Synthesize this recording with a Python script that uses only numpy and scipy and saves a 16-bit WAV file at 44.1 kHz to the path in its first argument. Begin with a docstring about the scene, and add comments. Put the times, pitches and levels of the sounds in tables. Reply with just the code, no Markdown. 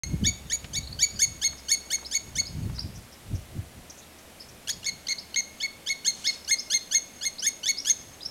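'''A fish eagle gives two series of sharp yelps in open dry country by a waterhole. In each yelp its syrinx
rises in a low, reedy register, then breaks into a high, clear one. Small birds chirp in between, and
the scrub scatters the calls into a soft echo. Wind buffets the microphone, mostly at first, and a
handled camera ticks, over a quiet hiss, a low distant hum and one brief dry rustle.'''
import sys
import numpy as np
from scipy import signal
from scipy.fft import rfft, irfft, next_fast_len
from scipy.io import wavfile
from scipy.ndimage import uniform_filter1d

SR = 44100
rng = np.random.default_rng(int(sys.argv[2]) if len(sys.argv) > 2 else 0)


def transcribe(signal):
    """Save signal, clipped to [-1, 1], as a 16-bit WAV file at the path in sys.argv[1]."""
    frames = np.atleast_2d(signal).T
    limited = np.clip(frames, -1, 1)
    pcm = np.round(limited * 32767).astype(np.int16)
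    wavfile.write(sys.argv[1], SR, pcm)


N = 366030
TIME = np.arange(N) / SR


def from_db(db):
    """Amplitude ratio of a level in decibels."""
    return 10 ** (np.asarray(db) / 20)


def rms_one(x):
    """Normalisation to unit rms."""
    return x / np.sqrt(np.mean(x ** 2) + 1e-20)


def along(rows, at):
    """Linear interpolation of a table's other columns against its first."""
    axis, *columns = np.transpose(rows)
    return [np.interp(at, axis, column) for column in columns]


def add(out, start_s, sound):
    """Superposition: a sound is summed into the output from its start time."""
    at = round(start_s * SR) + np.arange(len(sound))
    inside = (at >= 0) & (at < N)
    out[at[inside]] += sound[inside]


def wobble(t, rate):
    """Random modulation: straight lines join Gaussian values, `rate` of them a second."""
    return np.interp((t - t[0]) * rate, np.arange(512), rng.standard_normal(512))


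def noise(colour, size=N):
    """Spectral shaping: unit-rms noise whose spectrum follows rows of frequency in Hz and gain in dB."""
    hz, db = np.transpose(colour)
    padded = next_fast_len(size, True)
    bins = np.maximum(np.fft.rfftfreq(padded, 1 / SR), 1)
    gain = from_db(np.interp(np.log(bins), np.log(hz), db))
    spectrum = rfft(rng.standard_normal(padded)) * gain
    return rms_one(irfft(spectrum, padded)[:size])


def band_noise(hz, octaves, size):
    """Band-pass filtering: a short stretch of noise around one frequency."""
    edges = np.clip([hz * 2 ** (-octaves / 2), hz * 2 ** (octaves / 2)], 20, SR / 2 - 100)
    band = signal.butter(2, edges, "band", fs=SR, output="sos")
    return rms_one(signal.sosfilt(band, rng.standard_normal(8192)))[-size:]


def register(t, start, end, course, hz, harmonics_db, jitter, sag_db, throat=None, edge_s=.0013):
    """Source and filter: the syrinx makes a harmonic series, which the throat, if given, shapes."""
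    ratio, level_db = along(course, (t - start) / (end - start))
    smooth_hz = hz * ratio * (1 - .005 * np.minimum(sag_db, 10))   # pitch sags with the level
    rough_hz = smooth_hz * (1 + jitter * (wobble(t, 2600) + .49 * wobble(t, 297.5)))
    phase = 2 * np.pi * np.cumsum(rough_hz) / SR
    spread_db = np.minimum(1.8 + 130 * jitter, 3)
    tone = 0
    for k, db in enumerate(harmonics_db, 1):
        throat_db = along(throat, k * smooth_hz)[0] if throat else 0
        flutter_db = spread_db * (wobble(t, 278.7) + .98 * wobble(t, 84.2) - .28)
        tone = tone + from_db(db + throat_db + flutter_db) * np.sin(k * phase)
    rasp = 1 + np.minimum(2.3 * jitter, .5) * wobble(t, 2400)
    opening = (1 + np.tanh((t - start) / edge_s)) * (1 - np.tanh((t - end) / edge_s)) / 4
    # Air held back in a catch comes out in the rest of the note.
    airflow = from_db(-sag_db)
    airflow = airflow / np.sqrt(np.sum(opening * airflow ** 2) / np.sum(opening))
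    return tone * rasp * from_db(level_db) * airflow * opening


def eagle(break_s=.0044, break_lead_s=.0037):
    """Register break: the syrinx glides up in a low register, turns unstable and jumps to a high one."""
    # Each row: start, break and end in seconds, high pitch in Hz, the low register's relative level in
    # dB and tilt in dB per octave, then relative levels in dB of the high register's harmonics 1, 2, 3
    # and of its overtones.
    yelps = [(-.03, -0.002, .042, 2173, -30, -4, -33, -30, -25.5, -42.5),
             (.238, .266, .301, 2258, -25.5, -7, -28, -31, -19, -45.5),
             (0.499, 0.525, .562, 2265, -27, -2.5, -41, -39, -20, -44.5),
             (0.732, 0.762, .793, 2250, -29.5, -.5, -37.5, -31, -25.5, -44),
             (0.99, 1.023, 1.053, 2268, -22.5, -4.5, -26.5, -24, -18, -42.5),
             (1.191, 1.219, 1.253, 2219, -20, 7, -26.5, -25.5, -17.5, -37.5),
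             (1.415, 1.443, 1.48, 2184, -24, 2, -31, -26, -21.5, -41),
             (1.684, 1.716, 1.752, 2218, -23, 0.5, -28, -24.5, -19.5, -34.5),
             (1.903, 1.93, 1.962, 2198, -24, 6, -31.5, -32.5, -22, -40.5),
             (2.111, 2.146, 2.177, 2220, -28, 2, -33, -29, -20.5, -42),
             (2.354, 2.384, 2.412, 2210, -27.5, 5, -33, -31, -23.5, -44.5),
             (4.674, 4.703, 4.718, 2220, -22, -2, -49, -28, -22.5, -43.5),
             (4.829, 4.863, 4.9, 2200, -34.5, -7, -29, -27.5, -26.5, -47.5),
             (5.068, 5.086, 5.133, 2175, -32.5, 0, -29.5, -27, -29.5, -50),
             (5.343, 5.361, 5.408, 2180, -27, -6, -27, -27.5, -23, -50),
             (5.601, 5.628, 5.666, 2205, -31, -12, -27, -30, -35.5, -53),
             (5.862, 5.894, 5.932, 2191, -28.5, -5, -29, -32.5, -31, -47),
             (6.047, 6.074, 6.108, 2151, -25, -2.5, -35.5, -27, -22, -42),
             (6.241, 6.27, 6.308, 2175, -25.5, -3, -29.5, -25.5, -28.5, -51.5),
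             (6.477, 6.511, 6.547, 2157, -24, 0, -26.5, -25, -19.5, -37),
             (6.7, 6.739, 6.778, 2143, -23.5, 0, -29.5, -25, -20.5, -41),
             (6.911, 6.948, 6.985, 2171, -23, 1, -28, -27, -18.5, -43),
             (7.21, 7.253, 7.286, 2156, -29, -5, -30.5, -28, -23.5, -40),
             (7.421, 7.466, 7.493, 2184, -25, 0.5, -30, -34, -18.5, -33),
             (7.632, 7.686, 7.716, 2195, -26, -5.5, -27, -21, -21, -39.5),
             (7.849, 7.898, 7.919, 2160, -23.5, 0.5, -33.5, -30, -17, -38.5)]
    # Each row: share of the register's length, pitch ratio, relative level in dB.
    low_course = [(0, .86, -10.5), (0.121, .893, -4.5), (0.299, .945, -3), (0.551, 1.035, -0.4),
                  (.75, 1.05, 1.5), (1, 1.158, 3.5)]
    high_course = [(0, .972, 0), (.14, .988, 2.1), (.3, .999, 3), (.46, 1.004, 1.9), (.7, .999, 0.9),
                   (.88, .988, -1.3), (1, 0.942, -4.5)]
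    # Harmonics 4-7 of the high register, in dB relative to the yelp's overtone level.
    overtones_db = [-1, -3, -8, -20]
    # Spectra of the throat's filter and the breath. Each row: frequency in Hz, gain in dB.
    throat = [(1350, -27), (1650, -15), (2000, -13), (2800, -4.5), (3500, -5.5), (4200, -2), (5000, -8),
              (5800, -5), (6700, 0.5), (7200, -19), (7700, -17.5), (11000, -21.5), (15500, -36)]
    beak_hiss = [(800, -30), (1800, 1), (3600, 8), (6500, -12), (8000, 2), (12000, 2), (16000, -2)]
    # Greatest early in the second series. Each row: time in seconds, hoarseness from 0 to 1.
    hoarseness = [(1.2, 0), (2.4, 0.19), (4.69, 0.73), (5.1, 0.98), (5.63, 0), (7.9, 0.17)]
    out = np.zeros(N)
    # The tilt pivots on harmonic 3, spares the fundamental and is flat from harmonic 4 up.
    tilt_octaves = np.append(0, np.log2(np.minimum(np.arange(2, 9), 4) / 3))
    for start, jump, end, high_hz, low_db, tilt, *first_three_db, over_db in yelps:
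        t = np.arange(start - .01, end + .01, 1 / SR)
        hoarse, = along(hoarseness, t)
        shudder_db = 4 * hoarse * np.maximum(wobble(t, 330), 0)
        sag_db = stutter(t) + shudder_db
        unstable = .035 * np.exp(-((t - jump + break_lead_s) / break_s) ** 2)
        low_jitter = .013 + .03 * hoarse + unstable
        high_jitter = .0028 + .021 * hoarse + unstable
        low_hz = high_hz - 533   # about a fourth below
        low_levels = low_db + tilt * tilt_octaves - .48
        high_levels = np.append(first_three_db, over_db + np.array(overtones_db)) - .29
        low = register(t, start, jump, low_course, low_hz, low_levels, low_jitter, sag_db, throat)
        high = register(t, jump, end, high_course, high_hz, high_levels, high_jitter, sag_db)
        add(out, t[0], low + high)
    envelope = np.sqrt(np.abs(uniform_filter1d(out ** 2, size=128)))
    return out + from_db(-26) * envelope * noise(beak_hiss)


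def stutter(t):
    """Amplitude modulation: as some yelps begin, the voice shuts once a period. Gives the dip in dB."""
    # Each row: start, length and period in seconds, depth in dB.
    stutters = [(.238, .012, 0.0092, 11), (4.673, 0.017, .009, 19), (4.83, 0.0243, 0.0142, 39),
                (5.067, .017, 0.019, 38), (5.338, .022, 0.0245, 29), (7.633, 0.025, 0.038, 12),
                (7.849, 0.015, .008, 20)]
    shut_at, half_width = .7, .243   # shares of a period
    sag_db = 0
    for start, length, period, depth_db in stutters:
        cycle = (t - start) / period % 1
        shut = np.exp(-((cycle - shut_at) / half_width) ** 4)
        sag_db = sag_db + depth_db * shut * ((t >= start) & (t < start + length))
    return sag_db


def scrub_echo(calls, near_db=-16.5, near_decay_s=.037, far_db=-24, far_t60_s=.95):
    """Scattering: ground and bank return the sound at once, and bushes further off add a thin tail."""
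    # Each row: frequency in Hz, gain in dB.
    echo_colour = [(1400, -11), (2200, 1.5), (2800, -6.5), (3700, 5), (4400, 1), (5300, 0), (6600, -1),
                   (9000, 1.5), (15000, -10)]
    t = np.arange(SR) / SR
    drift = np.pi * wobble(TIME, 9)   # moving air shifts the sound between two sets of paths
    out = 0
    for share in (np.cos(drift), np.sin(drift)):
        near = noise(echo_colour, SR) * np.exp(-t / near_decay_s) * (1 - np.exp(-t / .0045))
        far = noise(echo_colour, SR) * (1 - np.exp(-t / .019))
        far *= from_db(4 * wobble(t, 30) - 60 * t / far_t60_s)   # the tail decays in clumps
        response = (from_db(near_db) * rms_one(near) + from_db(far_db) * rms_one(far)) / np.sqrt(SR)
        out = out + share * signal.oaconvolve(calls, response)[:N]
    return out


def wind(strong_db=-27):
    """Turbulence at the microphone: a rumble swells and brightens with each gust; single eddies thump."""
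    # Each row: peak time and time scale in seconds, relative level in dB.
    gusts = [(0.062, .06, -35.5), (.136, 0.03, -25.5), (0.229, 0.022, -23), (0.274, 0.034, -27.5),
             (0.47, 0.047, -42), (.648, 0.017, -37), (0.787, 0.065, -36), (.91, .08, -40), (1, 0.031, -44),
             (1.154, 0.029, -39.5), (1.296, 0.062, -39.5), (1.503, 0.032, -43.5), (2.271, 0.023, -38.5),
             (2.376, 0.039, -36.5), (2.569, 0.036, -31.5), (2.661, 0.086, -28), (2.856, 0.03, -31.5),
             (2.969, 0.043, -38.5), (3.339, 0.033, -26), (3.577, 0.036, -30), (3.78, .06, -46.5),
             (4.52, .09, -51.5), (4.755, 0.074, -47), (4.922, .03, -47), (8, .045, -56),
             (8.094, 0.051, -50.5), (8.27, .05, -54)]
    # Each row: frequency in Hz, gain in dB.
    rumble_colour = [(20, -20), (45, -1), (75, 4.5), (130, 0), (200, -7), (280, -15), (400, -23),
                     (700, -57), (1500, -52)]
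    eddy_colour = [(100, -35), (220, 7.5), (330, -7), (500, -16), (900, -29), (2000, -60)]
    # Each row: peak time in seconds, pitch in Hz, half width in seconds, level in dB.
    buffets = [(.140, 161, 0.011, -21.5), (.232, 198, 0.0092, -22.5), (.278, 232, 0.0068, -27),
               (2.855, 139, 0.009, -34.5), (3.338, 127, 0.0092, -24), (3.59, 100, 0.0078, -27)]
    power, coarse_t = 0, TIME[::64]
    for peak, length, db in gusts:
        width_s = length * np.where(coarse_t < peak, .88, 1.04)   # builds faster than it dies
        away = np.abs(coarse_t - peak) / width_s
        power = power + (from_db(db) * np.exp(-away ** .93)) ** 2
    flow = np.interp(TIME, coarse_t, np.sqrt(power))
    rumble = noise(rumble_colour)
    rumble /= np.sqrt(uniform_filter1d(rumble ** 2, size=2600))   # levelled, so the gusts set its swell
    eddies = flow / from_db(strong_db) * noise(eddy_colour)
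    out = flow * (from_db(-.5) * rumble + from_db(-10) * eddies)
    for peak, hz, width_s, db in buffets:
        t = np.arange(-3 * width_s, 3 * width_s, 1 / SR)
        envelope = from_db(db) * np.exp(-(t / width_s) ** 2)
        add(out, peak + t[0], envelope * np.sin(2 * np.pi * (hz * t + rng.random())))
    return out


def air_hiss(level_db=-50):
    """Stationary broadband noise: the quiet hiss of open air."""
    # Each row: frequency in Hz, gain in dB.
    air_colour = [(20, -3), (45, -7), (75, -1.5), (130, -3), (220, 2), (400, -3.5), (620, -2.5),
                  (900, -7.5), (1400, -10), (2300, -9.5), (4800, -14), (8000, -15), (12000, -16.5),
                  (16000, -26)]
    return from_db(level_db) * noise(air_colour)


def distant_hum(waver=.0306, throb_db=2):
    """Random frequency and amplitude modulation: a low tone wavers and throbs as it fades."""
    # Each row: time in seconds, pitch in Hz, level in dB.
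    hum_course = [(0, 66, -48), (1.5, 66, -51), (2.2, 66, -53.5), (3.2, 72, -56), (4.5, 75, -60.5),
                  (8.3, 76, -67)]
    hz, db = along(hum_course, TIME)
    phase = 2 * np.pi * np.cumsum(hz * (1 + waver * wobble(TIME, 19))) / SR
    return from_db(db + throb_db * wobble(TIME, 15)) * np.sin(phase)


def handling(decay_s=.006, octaves=1.53):
    """Damped impacts: touches on the camera body give dull ticks of exponentially decaying noise."""
    # Each row: start in seconds, level in dB, centre frequency in Hz.
    ticks = [(.644, -34.5, 2600), (.645, -41, 493), (1.531, -43.5, 1100), (1.983, -40.5, 905),
             (2.028, -43, 900), (2.415, -42, 1000), (2.697, -41.5, 1020), (2.784, -43, 1300)]
    out, t = np.zeros(N), np.arange(2048) / SR
    for start, db, hz in ticks:
        add(out, start, from_db(db) * np.exp(-t / decay_s) * band_noise(hz, octaves, len(t)))
    return out


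def small_birds(bend=1.54, jitter=.065, octave_db=-24, swell_db=2.5, flutter_db=5.5):
    """Frequency sweeps: near-pure chirps start husky, slur upward and level off."""
    # Each row: start and length in seconds, first and last pitch in Hz, relative level in dB.
    chirps = [(.829, .022, 3890, 4440, -39.5), (.871, 0.015, 3800, 4500, -39.5),
              (0.913, 0.032, 3940, 4670, -42), (1.101, 0.0186, 4130, 4800, -42),
              (1.141, 0.049, 4560, 4920, -46.5), (2.047, 0.031, 3820, 5470, -31),
              (2.453, 0.033, 3870, 5340, -33), (2.781, .031, 3910, 5600, -31),
              (4.398, .015, 4500, 5300, -38), (4.72, 0.022, 4220, 5250, -36),
              (5.182, 0.021, 4140, 5450, -31), (6.26, .026, 3980, 5620, -27),
              (6.571, 0.034, 4370, 5350, -28.5), (6.599, 0.011, 5840, 6630, -26.5),
              (7.382, .027, 3800, 5610, -28), (7.77, 0.041, 4430, 5677, -29),
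              (8.207, 0.0099, 3520, 4080, -33.5), (8.216, 0.024, 4700, 5000, -37),
              (8.249, 0.0214, 4750, 5600, -30)]
    out = np.zeros(N)
    for start, length, from_hz, to_hz, db in chirps:
        t = np.arange(0, length, 1 / SR)
        remaining = 1 - t / length
        glide_hz = to_hz - (to_hz - from_hz) * remaining ** bend
        husky_hz = glide_hz * (1 + jitter * remaining * wobble(t, 1710))
        phase = 2 * np.pi * np.cumsum(husky_hz) / SR
        arch = np.sqrt(np.abs(np.sin(np.pi * remaining)))
        gain = from_db(db - swell_db * remaining + flutter_db * wobble(t, 238))
        add(out, start, arch * gain * (np.sin(phase) + from_db(octave_db) * np.sin(2 * phase)))
    return out


def far_birds(octaves=.24):
    """Narrow-band noise bursts: the faint, husky chips of birds far away."""
    # Each row: start and length in seconds, centre frequency in Hz, level in dB.
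    chips = [(1.57, 0.042, 5270, -48), (2.741, 0.043, 5260, -47), (2.944, 0.039, 5770, -49),
             (3.119, 0.031, 5460, -50), (3.342, 0.037, 5800, -48.5), (3.896, 0.018, 5950, -39.5),
             (3.948, 0.01, 6000, -55), (3.969, 0.043, 6330, -48.5), (4.015, 0.032, 3830, -55),
             (4.179, 0.028, 5760, -52), (4.41, 0.024, 4950, -46), (4.485, 0.022, 5800, -50.5),
             (6.444, 0.0097, 5153, -40), (6.665, 0.012, 5140, -46)]
    out = np.zeros(N)
    for start, length, hz, db in chips:
        size = int(length * SR)
        add(out, start, from_db(db) * np.sqrt(np.hanning(size)) * band_noise(hz, octaves, size))
    return out


def rustle():
    """Noise under an envelope: a dry, bright rustle swells briefly and sinks to a faint hiss."""
    # Each row: time in seconds, level in dB.
    swell = [(6.03, -80), (6.17, -48.5), (6.25, -47.5), (6.33, -44.5), (6.45, -64)]
    # Each row: frequency in Hz, gain in dB.
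    rustle_colour = [(1500, 8), (3500, 16), (6000, 17), (9500, 10), (13000, -11), (16000, -16)]
    db, = along(swell, TIME)
    return from_db(db) * noise(rustle_colour)


def scene():
    """Superposition of all sources; the small birds are further off, so more of their sound is echo."""
    yelps = eagle()
    birds = small_birds() + far_birds()
    echo = scrub_echo(yelps + from_db(4.5) * birds)
    return (yelps + birds + echo + wind() + handling() + distant_hum() + air_hiss() + rustle())[None]


def record(dry, start_s=.035, cutoff_hz=15900):
    """Gating and band limiting: the sound opens after a moment, and a steep low-pass cuts the top."""
    lowpass = signal.ellip(12, .1, 80, cutoff_hz, fs=SR, output="sos")
    return signal.sosfilt(lowpass, dry * (TIME >= start_s))


dry = scene()
out = record(dry)
transcribe(out)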